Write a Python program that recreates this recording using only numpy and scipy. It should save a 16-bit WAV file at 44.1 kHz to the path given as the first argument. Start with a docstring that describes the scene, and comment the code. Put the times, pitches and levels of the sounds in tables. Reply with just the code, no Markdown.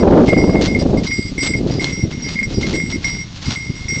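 """A horse moves briskly along a woodland trail of dry leaves, heard from the saddle.
A gust buffets the small microphone from the start and overloads it, while a pellet bell on the tack
jingles with every stride. Hooves come in crunching the leaves, and now and then a twig snaps.
The wind eases into weaker gusts and dull thumps as the bell and hooves carry on."""
import sys
import numpy as np
from scipy import signal
from scipy.fft import rfft, irfft
from scipy.io import wavfile
from scipy.ndimage import uniform_filter1d, map_coordinates

SR = 44100
rng = np.random.default_rng(int(sys.argv[2]) if len(sys.argv) > 2 else 0)


def materialize(psi):
    """Save the field psi as 16-bit PCM at rate SR to the path in sys.argv[1].

    A 1-D psi becomes a single channel; in a 2-D psi each row is a channel.
    """
    bounded = np.clip(np.atleast_2d(psi).T, -1, 1)
    quanta = np.round(bounded * 32767).astype(np.int16)
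    wavfile.write(sys.argv[1], SR, quanta)


N = 176400
T = np.arange(N) / SR

# tone of crushed leaves and twigs (frequency [Hz], relative level [dB])
LEAF_SPECTRUM = [(200, -5), (700, 2.5), (1900, 0.5), (4200, 5), (5600, 1), (7000, -5.5), (8600, -26)]


def undb(db):
    """Decibels to gain."""
    return 10 ** (np.asarray(db) / 20)


def unit(x):
    """Scale to rms 1."""
    return x / np.sqrt(np.mean(x ** 2))


def fade(t, t60):
    """Decay by 60 dB in t60 seconds."""
    return np.exp(-np.log(1000) * t / t60)


def wander(per_s):
    """Smooth random drift with rms 1."""
    hold = int(SR / per_s)
    stairs = np.repeat(rng.standard_normal(N // hold + 1), hold)
    return unit(uniform_filter1d(uniform_filter1d(stairs, hold), hold)[:N])


def colour(x, spectrum):
    """EQ by (Hz, dB) points on a log-frequency axis, keeping the power of white noise."""
    hz, db = np.array(spectrum).T
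    curve_db = np.interp(np.log(np.fft.rfftfreq(N, 1 / SR) + 1), np.log(hz), db)
    return irfft(rfft(x) * unit(undb(curve_db)), N)


def add(out, start_s, x):
    """Mix a sound in at a time."""
    i = max(int(start_s * SR), 0)
    out[i:i + len(x)] += x[:max(N - i, 0)]


def wind():
    """Eddies at the microphone: a stronger gust is louder and brighter; buffets thump in the bass."""
    # strength of the wind (time [s], level [dB])
    gusts = [(0, -12), (.17, -9), (.3, -14), (.54, -13), (.68, -19.5), (.97, -15), (1.13, -34), (1.4, -28),
             (1.68, -19), (1.94, -29), (2.4, -31), (2.72, -21.5), (3.0, -33.5), (3.15, -31.5),
             (3.28, -42.5), (3.6, -39), (3.8, -38.5), (4.0, -27)]
    # short buffets on top of it (time [s], half length [s], boost [dB])
    buffets = [(1.193, 0.0052, 20), (2.043, 0.019, 14.5), (2.584, 0.012, 10.5), (2.955, 0.026, 9),
               (3.494, 0.03, 19), (3.7, 0.017, 14.5)]
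    # tone of the wind at the reference strength (frequency [Hz], relative level [dB])
    wind_spectrum = [(20, -8.5), (45, -2), (170, 1.5), (280, 0), (420, -7), (650, -17), (1000, -32.5),
                     (2000, -54.5)]
    level_db, reference_db, thump_hz, thump_octaves = -18, -21.5, 202, 2.5
    brightening = 0.46  # extra dB per dB of gust and per octave above 250 Hz
    gust_db = np.interp(T, *np.array(gusts).T) - reference_db
    buffet_db = sum(db * np.exp(-((T - at) / half) ** 2) for at, half, db in buffets)
    eddies = colour(rng.standard_normal(N), wind_spectrum) * undb(4 * wander(per_s=130))
    eddies /= np.sqrt(uniform_filter1d(eddies ** 2, int(0.06 * SR)))  # keep only the fast flutter
    eddy_bins = rfft(eddies)
    bin_octave = np.log2((np.fft.rfftfreq(N, 1 / SR) + 1) / 250)
    out = np.zeros(N)
    for octave in range(-4, 4):
        band = irfft(eddy_bins * np.maximum(1 - abs(bin_octave - octave), 0), N)
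        thump_share = np.exp(-(np.log2(250 * 2. ** octave / thump_hz) / thump_octaves) ** 2)
        swell_db = gust_db * (1 + brightening * np.clip(octave, -1, 2))
        out += band * undb(level_db + swell_db + thump_share * buffet_db)
    return out


def bell():
    """A pellet strikes the shell and skitters; it rings until the next strike or the coat chokes it."""
    # pellet strikes, with a level for each mode group
    # (time [s], 2.1 kHz pair [dB], 4.9 kHz group [dB], 5.6 kHz mode [dB], top modes [dB])
    strikes = [(0.0004, -26, -33, -34, -54), (0.2798, -13, -36, -34, -46), (0.2997, -14, -32, -42, -48.5),
               (0.3765, -17, -28.5, -30.5, -46.5), (0.5521, -20.5, -38, -60, -55),
               (0.6714, -24, -32.5, -36, -50), (0.7472, -13.5, -37, -41, -53),
               (0.7894, -27, -30.5, -34, -44), (0.9716, -25, -31.5, -37, -49),
               (1.066, -19.5, -25.5, -31, -48), (1.1094, -15, -23, -29, -58),
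               (1.1278, -19.5, -24.5, -31.5, -40), (1.3788, -18.5, -39, -26, -42),
               (1.4057, -17, -23.5, -30, -31.5), (1.5359, -11.5, -37, -29, -44),
               (1.5614, -29, -31.5, -38, -43), (1.708, -36, -27.5, -38, -63),
               (1.7958, -15.5, -31.5, -32, -45.5), (1.924, -20, -35.5, -25.5, -50),
               (2.125, -28.5, -46, -37.5, -60), (2.2214, -38, -37.5, -24.5, -50),
               (2.2428, -23.5, -28, -28.5, -51.5), (2.357, -17.5, -34, -45, -62),
               (2.3895, -8.5, -29, -37, -44), (2.429, -14.5, -33, -23.5, -41),
               (2.5394, -38.5, -32, -28, -55), (2.6289, -19.5, -37, -32.5, -56),
               (2.7382, -17, -32, -27.5, -41.5), (2.9236, -20.5, -30.5, -30, -47),
               (3.044, -14.5, -29, -20.5, -45.5), (3.1857, -21, -36.5, -27, -53),
               (3.4555, -30.5, -27.5, -29, -49), (3.5573, -20, -36, -35, -48),
               (3.6024, -23, -36, -34.5, -54), (3.752, -29, -39, -40, -56.5),
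               (3.8834, -17, -30, -19, -42.5), (3.9075, -15, -34, -20.5, -45.5)]
    # shell modes, one list a group; close pairs beat (frequency [Hz], relative level [dB])
    mode_groups = [
        [(2140, -2), (2062, -10)],
        [(4663, -9), (4866, -6), (4935, -3)],
        [(5622, 0)],
        [(7617, -8), (7685, 2.5), (8316, -4)],
    ]
    # free ring of each group (decay time by 60 dB [s])
    ring_times = [0.6, 0.8, 0.85, 0.9]
    # the bell swings against the horse's coat (time [s])
    chokes = [0.016, 0.763, 0.813, 0.99, 1.305, 1.55, 1.584, 2.051, 2.396, 2.447, 2.66, 2.954, 3.231]
    rise_s, touch_s, choke_t60_s, choke_floor_db = 0.001, 0.0059, 0.098, -18.5
    skitter_per_s, skitter_db, skitter_s, muted_t60_s = 48, -4.5, 0.25, 0.082
    groups = np.zeros((len(mode_groups), N))
    next_starts = [row[0] for row in strikes[1:]] + [N / SR]
    t = T[:SR // 2]
    for (start, *levels), next_start in zip(strikes, next_starts):
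        choke = min([at for at in chokes if at > start] + [N / SR])
        envelope = np.maximum(fade(np.maximum(start + t - choke, 0), choke_t60_s), undb(choke_floor_db))
        envelope *= np.exp(-np.maximum(start + t - next_start, 0) / touch_s)
        envelope *= 1 - np.exp(-t / rise_s)
        taps = (rng.random(len(t)) < skitter_per_s / SR) * rng.choice([-1, 1], len(t))
        skitter = taps * undb(skitter_db) * np.exp(-t / skitter_s)
        for group, modes, level_db, t60 in zip(groups, mode_groups, levels, ring_times):
            for hz, db in modes:
                free = np.exp(2j * np.pi * hz * t) * fade(t, t60)
                pole = np.exp(2j * np.pi * hz / SR) * fade(1 / SR, muted_t60_s)
                muted = signal.lfilter([1], [1, -pole], skitter)  # the pellet damps what it rings
                ring = envelope * (free + muted).imag
                add(group, start, undb(level_db + db) * ring * rng.choice([-1, 1]))
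    return sum(swing(group) for group in groups)


def swing(ring):
    """The tumbling bell wavers in pitch and turns its modes towards and away from the microphone."""
    pitch_share, sway_db = 0.0008, 1.78
    position = np.arange(N) + np.cumsum(pitch_share * wander(per_s=14))
    wavering = map_coordinates(ring, [position], mode="nearest")
    return wavering * undb(sway_db * wander(per_s=35))


def leaf_crackle():
    """Dense tiny fractures of dry leaves, most small and a few large."""
    grains_per_s, scatter_db = 4000, 3
    sizes = undb(scatter_db * np.minimum(rng.exponential(size=N), 2 * np.pi))
    grains = (rng.random(N) < grains_per_s / SR) * sizes * rng.choice([-1, 1], N)
    return unit(colour(grains, LEAF_SPECTRUM))


def hooves():
    """Each footfall crushes leaves for a moment; a finer rustle swells and sinks with the stride."""
    # footfalls in dry leaves (time [s], length [s], level [dB])
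    steps = [(0.255, 0.043, -31), (0.608, 0.056, -24), (0.784, 0.041, -34.5), (1.03, 0.032, -28),
             (1.422, 0.049, -25), (1.668, 0.083, -36), (1.803, 0.098, -31.5), (2.102, 0.025, -34.5),
             (2.28, 0.064, -33), (2.491, 0.041, -34), (2.606, 0.026, -27), (2.66, 0.097, -30.5),
             (2.892, 0.025, -32), (3.025, 0.065, -33), (3.352, 0.026, -37), (3.414, 0.082, -31),
             (3.499, 0.045, -27.5), (3.93, .07, -40)]
    attack_s, release_s, rustle_db, swell_db = 0.0071, 0.015, -40, 1.5
    stride_hz, lull_s = 2.465, 0.03  # at the lull all hooves are clear of the leaves
    pressure = np.zeros(N)
    for start, length, db in steps:
        attack = np.clip((T - start) / attack_s, 0, 1)
        release = np.exp(-np.maximum(T - start - length, 0) / release_s)
        pressure += undb(db) * attack * release
    crunch = pressure * leaf_crackle()
    rustle = unit(leaf_crackle() + colour(rng.standard_normal(N), LEAF_SPECTRUM))
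    stride = -np.cos(2 * np.pi * stride_hz * (T - lull_s))
    return crunch + undb(rustle_db + swell_db * stride) * rustle


def twigs():
    """A twig breaks under a hoof: a sharp crack and a very short woody ring."""
    # twig snaps (time [s], relative level [dB])
    snaps = [(0.621, -9), (1.076, -10.5), (1.739, -16), (1.8436, 0.5), (2.669, -10), (3.082, -18)]
    crack_s, ring_hz, ring_s, ring_db = 0.001, 4170, 0.0035, -14
    out, t = np.zeros(N), T[:SR // 20]
    ring = undb(ring_db) * np.sin(2 * np.pi * ring_hz * t) * np.exp(-t / ring_s)
    for start, db in snaps:
        crack = rng.standard_normal(len(t)) * np.exp(-t / crack_s)
        add(out, start, 0.5 * undb(db) * (crack + ring))
    return colour(out, LEAF_SPECTRUM)


def scene():
    """Bell, leaves, twigs and wind at one microphone."""
    return (bell() + hooves() + twigs() + wind())[None]


def record(dry):
    """The microphone flattens the highest peaks and the recorder cuts the top."""
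    ceiling, knee, top_hz = 0.7, 20, 8700
    clipped = dry / (0.5 + abs(dry / ceiling) ** knee) ** (1 / knee)
    return signal.sosfilt(signal.ellip(8, .3, 65, top_hz, fs=SR, output="sos"), clipped)


dry = scene()
out = record(dry)
materialize(out)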